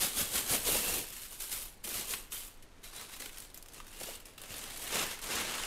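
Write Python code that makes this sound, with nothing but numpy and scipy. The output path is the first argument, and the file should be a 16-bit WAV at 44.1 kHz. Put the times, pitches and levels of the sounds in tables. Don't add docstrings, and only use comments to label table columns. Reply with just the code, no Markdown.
import sys
import numpy as np
from scipy import signal
from scipy.fft import rfft, irfft
from scipy.io import wavfile
from scipy.ndimage import uniform_filter1d

SR = 44100
rng = np.random.default_rng(int(sys.argv[2]) if len(sys.argv) > 2 else 0)


def wrap_up_sound(samples):
    columns = np.atleast_2d(samples).T
    tamed = np.clip(columns, -1, 1)
    steps = np.round(tamed * 32767).astype(np.int16)
    wavfile.write(sys.argv[1], SR, steps)


N = 249606
TIME = np.arange(N) / SR
EDGES_HZ = np.concatenate([np.geomspace(70, 2000, 11)[:-1], np.geomspace(2000, 16500, 14)])
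CENTRES_HZ = np.sqrt(EDGES_HZ[:-1] * EDGES_HZ[1:])


def crackle(settling_per_s=1500, snaps_per_s=7000, growth=0.8, colour_db=3.5, patchy_db=0.75):
    level_db, _, _ = at_time(handling())
    clicks = swarm(settling_per_s + snaps_per_s * from_db(growth * (level_db + 40)))
    at = np.flatnonzero(clicks)
    out = np.zeros(N)
    for k, hz in enumerate(CENTRES_HZ):
        colour = from_db(colour_db * rng.standard_normal(len(at)))
        colour = unit_rms(colour * rng.choice([-1, 1], len(at)))
        gain = from_db(snap_db(hz, at / SR) - 0.5 + patchy_db * drift(45)[at])
        band = np.zeros(N)
        band[at] = clicks[at] * colour * gain
        out += facet(band, k)
    return out


def swarm(per_s, spread_db=2.0, runs_per_snap=0.034, run_db=1.5, run_s=0.0065):
    snaps = rng.random(N) < per_s / SR
    size = from_db(spread_db * np.minimum(rng.exponential(1, N), 4))
    starts = rng.random(N) < runs_per_snap * per_s / SR
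    runs = starts * from_db(run_db * np.minimum(rng.exponential(1, N), 3))
    run_power = signal.lfilter([1], [1, -np.exp(-2 / (run_s * SR))], runs ** 2 + 1e-18)
    clicks = snaps * size * np.sqrt(1 + run_power)
    power = uniform_filter1d(uniform_filter1d(clicks ** 2, size=1300), size=1300)
    return clicks / np.sqrt(np.maximum(power, 0) + 1e-4)


# f/Hz, level/dB
FOIL_SPECTRUM = [(60, -1.5), (150, -5), (225, 1.5), (290, -0.8), (430, 2), (720, -2.5), (1250, -2.5),
                 (1900, -2.5), (3200, 0), (5500, -3), (9500, 1), (12000, -3), (14400, 1), (16000, -24)]


def facet(clicks, k):
    return from_db(at_hz(FOIL_SPECTRUM, CENTRES_HZ[k])) * butter(clicks + 1e-18, EDGES_HZ[k:k + 2])


# t/s, level/dB, flex/dB
TUGS = [(0.02, -27.5, -14), (0.188, -29, -14.5), (0.357, -28.5, -12), (0.519, -26.5, -11)]
# peak t/s, 20 dB rise/s, hold/s, level/dB, crush/dB, flex/dB
HAND_MOVES = [(0.669, 0.067, 0.11, -28, -9.5, -11), (0.863, 0.17, 0.118, -31.5, -9.5, -8),
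              (1.14, 0.28, 0.112, -43, -9, -26), (1.328, 0.063, 0.012, -43.5, -10, -16.6),
              (1.843, 0.012, 0.069, -38.5, -9, -10.5), (1.94, 0.065, 0.069, -35.5, -8, -11.5),
              (2.105, 0.094, 0.03, -34.5, -9.5, -17), (2.839, 0.015, 0.016, -46.5, -5, -18),
              (2.957, 0.1, 0.073, -45.5, -3.5, -14), (3.133, 0.094, 0.009, -45, -4.5, -22),
              (3.2, 0.018, 0.056, -44, -6.5, -14), (3.349, 0.075, 0.098, -50.5, -6, -12),
              (3.541, 0.01, 0.041, -55.5, -6.5, -11), (3.755, 0.11, 0.03, -51, -3.5, -6),
              (3.937, 0.17, 0.031, -50, -4.5, -10), (4.012, 0.073, 0.12, -43, -5.5, -11.5),
              (4.258, 0.016, 0.023, -53.5, -4.5, -4.5), (4.38, 0.012, 0.061, -53, -3, -6.3),
              (4.518, 0.12, 0.24, -43.5, -4, -11.5), (4.825, 0.13, 0.06, -40.5, -5, -10.5),
              (4.938, 0.084, 0.094, -33.5, -1.5, -9), (5.104, 0.07, 0.008, -38.5, -2, -15),
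              (5.222, 0.01, 0.05, -42, -3.5, -11), (5.311, 0.1, 0.1, -35.5, -0.97, -7.5),
              (5.491, 0.21, 0.16, -38, 0.4, -12)]
# t/s, level/dB
LANDINGS = [(1.402, -37), (1.516, -34), (2.326, -37.5)]


def handling(sag_db_per_s=8.5, settle_db_per_s=69, release_db_per_s=185, rest_db=-68, rest_crush_db=-1):
    gestures = [(t, 0.097, 0.024, db, -8.5, flex, sag_db_per_s) for t, db, flex in TUGS]
    gestures += [(*move, sag_db_per_s) for move in HAND_MOVES]
    gestures += [(t, 0.023, 0.136, db, -10.5, -21, settle_db_per_s) for t, db in LANDINGS]
    peak_s, rise_s, hold_s, peak_db, crush, flex, sag = np.transpose(gestures)
    t = np.arange(0, N / SR, 0.002)
    age = t[:, None] - peak_s
    rise_db = 20 * np.minimum(age, 0) / rise_s
    fall_db = sag * np.clip(age, 0, hold_s) + release_db_per_s * np.maximum(age - hold_s, 0)
    power = from_db(peak_db + rise_db - fall_db) ** 2
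    rest_power = from_db(rest_db) ** 2
    total = power.sum(axis=1) + rest_power
    crush_db = (power @ crush + rest_power * rest_crush_db) / total
    return np.column_stack([t, 10 * np.log10(total), crush_db, power @ flex / total])


def snap_db(hz, t):
    level_db, crush_db, flex_db = at_time(handling(), t)
    flexing = at_hz([(550, 0.76), (1100, 0)], hz)
    crushing = at_hz([(1500, 1.11), (4200, 0.46), (7000, 0.27), (12000, -0.64)], hz) - flexing
    return level_db + crushing * (crush_db + 7) + flexing * (flex_db + 12)


# t/s, level/dB, mid-over-treble tilt/dB, decay/s
LARGE_CREASES = [(1.8905, -38, -8, 0.0036), (2.1363, -31.5, 8.5, 0.0059), (2.3207, -35, 2, 0.0074),
                 (2.6247, -50.5, -1, 0.011), (2.9624, -41, -2, 0.0045), (3.013, -39, 3, 0.0012),
                 (3.201, -37, 0, 0.0059), (3.2215, -38, 8.5, 0.0027), (3.2595, -36, 7, 0.0023),
                 (3.33, -45, 2, 0.0046), (3.3835, -39, -2, 0.0024), (3.402, -44.5, -13, 0.002),
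                 (3.544, -44.5, -2.5, 0.0056), (3.575, -43, -5, 0.0037), (3.626, -45.5, -9, 0.0024),
                 (3.66, -47, 2.5, 0.0035), (3.685, -47.5, -6, 0.0038), (3.744, -44.5, -6, 0.0034),
                 (3.8014, -45, 8, 0.0032), (4.011, -38.5, 1, 0.0033), (4.073, -37.5, -1, 0.007),
                 (4.257, -54, -6, 0.006), (4.381, -43, 4.5, 0.0047), (4.4166, -41, -3, 0.0032),
                 (4.4365, -40.5, 9, 0.0029), (4.5815, -41, -5, 0.0063), (4.639, -36, 4, 0.0041),
                 (4.773, -38, -4, 0.0051), (4.823, -39, -6, 0.0077), (4.9565, -29.5, 3, 0.00065),
                 (4.991, -30, 6, 0.0083), (5.1914, -41.5, 7, 0.0027), (5.216, -42, -6, 0.0079),
                 (5.375, -32.5, 11, 0.011)]


def creases(small_rows, run_db=-12, colour_db=3.0):
    rows = np.vstack([LARGE_CREASES, small_rows])
    age = TIME[:SR // 12]
    bursts = []
    for _, level_db, _, decay_s in rows:
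        run = from_db(run_db) * rng.standard_normal(len(age)) * np.exp(-age / decay_s)
        run[0] = 1
        bursts.append(from_db(level_db - 0.5) * run / np.std(run[:SR // 400]))
    out = np.zeros(N)
    for k, hz in enumerate(CENTRES_HZ):
        band = np.zeros(N + len(age))
        tilt = at_hz([(200, -0.87), (1200, 0.7), (2800, 0.75), (6000, -0.48), (12000, -0.73)], hz)
        thin_db = at_hz([(200, -8.0), (1000, -2.5)], hz)
        for (t, _, tilt_db, _), burst in zip(rows, bursts):
            gain = from_db(thin_db + tilt * tilt_db + colour_db * rng.standard_normal())
            band[round(t * SR):][:len(age)] += gain * burst
        out += (-1) ** k * facet(band[:N], k)
    return out + ticks(rows)


def ticks(rows, boost_db=17.0, brief_s=0.0033, highpass_hz=3000):
    t, level_db, _, decay_s = np.transpose(rows)
    clicks = np.zeros(N)
    sizes = from_db(boost_db + level_db) / np.hypot(1, (decay_s / brief_s) ** 2)
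    clicks[np.round(t * SR).astype(int)] = sizes
    return butter(clicks + 1e-18, highpass_hz, "high", order=1)


def small_creases(count=38, from_s=2.95, spread_db=2.0, tilt_spread_db=3.5, decay_s=0.0046):
    t = from_s + (TIME[-1] - from_s) * (np.arange(count) + rng.random(count)) / count
    handling_db, _, _ = at_time(handling(), t)
    size, tilt = rng.standard_normal((count, 2)).T
    level_db = -45 + 0.7 * (handling_db + 50) + spread_db * size
    return np.column_stack([t, level_db, tilt_spread_db * tilt, np.full(count, decay_s)])


def pings(count=1500, low_hz=1100, high_hz=12000, gain_db=-11.0, spread_db=3, decay_cycles=9):
    when, pitch, phase = rng.random((count, 3)).T
    hz = low_hz * (high_hz / low_hz) ** pitch
    age = TIME[:SR // 30]
    level_db = gain_db + snap_db(hz, when * N / SR) + at_hz(FOIL_SPECTRUM, hz)
    gain = from_db(level_db + spread_db * rng.standard_normal(count))
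    gain *= (hz / 4000) ** 0.43
    cycles = np.outer(hz, age)
    rings = gain[:, None] * np.sin(2 * np.pi * (cycles + phase[:, None])) * np.exp(-cycles / decay_cycles)
    at = (when * N).astype(int)[:, None] + np.arange(len(age))
    return np.bincount(at.ravel(), rings.ravel())[:N]


# t/s, f/Hz, lift/dB
SPAN_RING = [(0.04, 3500, 4.5), (0.55, 3100, 3), (0.78, 2700, 6.5), (1.1, 2800, 5.5), (1.5, 3263, 1),
             (2.15, 2764, 1), (2.9, 3950, 7.5), (3.15, 3943, 4), (3.26, 2704, -2), (4, 2800, 3.5),
             (4.95, 2752, 2)]


def span_ring(x, width_hz=160):
    hz, lift_db = at_time(SPAN_RING)
    carrier = np.exp(2j * np.pi * np.cumsum(hz) / SR)
    pole = np.exp(-np.pi * width_hz / SR)
    ringing = 2 * np.real(carrier * signal.lfilter([1 - pole], [1, -pole], x / carrier))
    return x + (from_db(lift_db) - 1) * ringing


# t/s, level/dB, f/Hz
PANEL_POPS = [(0.203, -41, 96), (0.211, -41, 191), (0.51, -37, 121.2), (0.525, -32, 430.7),
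              (0.688, -29.5, 440), (0.741, -32, 400.6), (0.752, -30.5, 450.5), (3.801, -38, 1270),
              (4.011, -40.5, 493), (4.086, -39.5, 464.7), (4.497, -46, 109.1), (4.95, -36, 290.6),
              (5.3, -39.5, 253.2)]


def panels(log_half_width=0.38):
    out, age = np.zeros(N + SR), TIME[:SR // 10]
    for t, level_db, hz in PANEL_POPS:
        decay_s = 0.0052 * np.sqrt(450 / hz)
        burst = rng.standard_normal(len(age)) * np.exp(-age / decay_s)
        pop = butter(burst, hz * np.exp([-log_half_width, log_half_width]))
        out[round(t * SR):][:len(age)] += from_db(level_db) * pop / np.abs(pop).max()
    return out[:N]


def room(x, spots=10, table_db=-9.5, table_t60_s=0.029, tail_db=-8, low_t60_s=0.51, high_t60_s=0.098):
    shares = np.array([drift(80) for _ in range(spots)])
    shares /= np.linalg.norm(shares, axis=0)
    crossover_hz = 5000
    out = np.zeros(N)
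    for share in shares:
        low = butter(reflections(low_t60_s, build_s=0.0025), crossover_hz, "low")
        high = butter(reflections(high_t60_s, build_s=0.00091), crossover_hz, "high")
        table = reflections(table_t60_s, build_s=0.0013)
        response = from_db(table_db) * table + from_db(tail_db) * (low + high)
        out += signal.fftconvolve(x * share, response)[:N]
    return out


def reflections(t60_s, build_s):
    age = TIME[:SR // 2]
    echoes = rng.standard_normal(len(age)) * from_db(-60 * age / t60_s) * (1 - np.exp(-age / build_s))
    return echoes / np.linalg.norm(echoes)


def draught(band_hz=(18, 65), growth=1.2):
    handling_db, _, _ = at_time(handling())
    gusts = unit_rms(butter(rng.standard_normal(N), band_hz))
    level_db = -50.5 + growth * (handling_db + 29.5)
    return gusts * uniform_filter1d(from_db(level_db), size=2000)


# f/Hz, relative level/dB
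AIR_SPECTRUM = [(20, 5.5), (30, -2.5), (45, -18.5), (65, -16.5), (100, -19), (150, -22.5), (300, -23),
                (700, -29), (2000, -34), (6000, -44.5), (16000, -77)]


def air(level_db=-54, highpass_hz=15):
    hz = np.maximum(np.fft.rfftfreq(N, 1 / SR), 1)
    shape = from_db(at_hz(AIR_SPECTRUM, hz)) * hz ** 2 / (hz ** 2 + highpass_hz ** 2)
    return from_db(level_db) * unit_rms(irfft(rfft(rng.standard_normal(N)) * shape, N))


def from_db(db):
    return 10 ** (np.asarray(db) / 20)


def unit_rms(x):
    return x / np.sqrt(np.mean(x ** 2) + 1e-20)


def butter(x, hz, kind="band", order=2):
    return signal.sosfilt(signal.butter(order, hz, kind, fs=SR, output="sos"), x)


def at_time(rows, t=TIME):
    knots, *columns = np.transpose(rows)
    return [np.interp(t, knots, column) for column in columns]


def at_hz(points, hz):
    knots_hz, values = np.transpose(points)
    return np.interp(np.log(hz), np.log(knots_hz), values)


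def drift(knots_per_s):
    knots = rng.standard_normal(8192)
    return unit_rms(np.interp(TIME * knots_per_s, np.arange(len(knots)), knots))


def scene():
    wrinkles = small_creases()
    foil = span_ring(crackle() + pings() + creases(wrinkles)) + panels()
    return (foil + room(foil) + draught() + air())[None]


def record(dry):
    cutoff_hz = 15600
    return signal.sosfilt(signal.ellip(10, .3, 80, cutoff_hz, fs=SR, output="sos"), dry)


dry = scene()
out = record(dry)
wrap_up_sound(out)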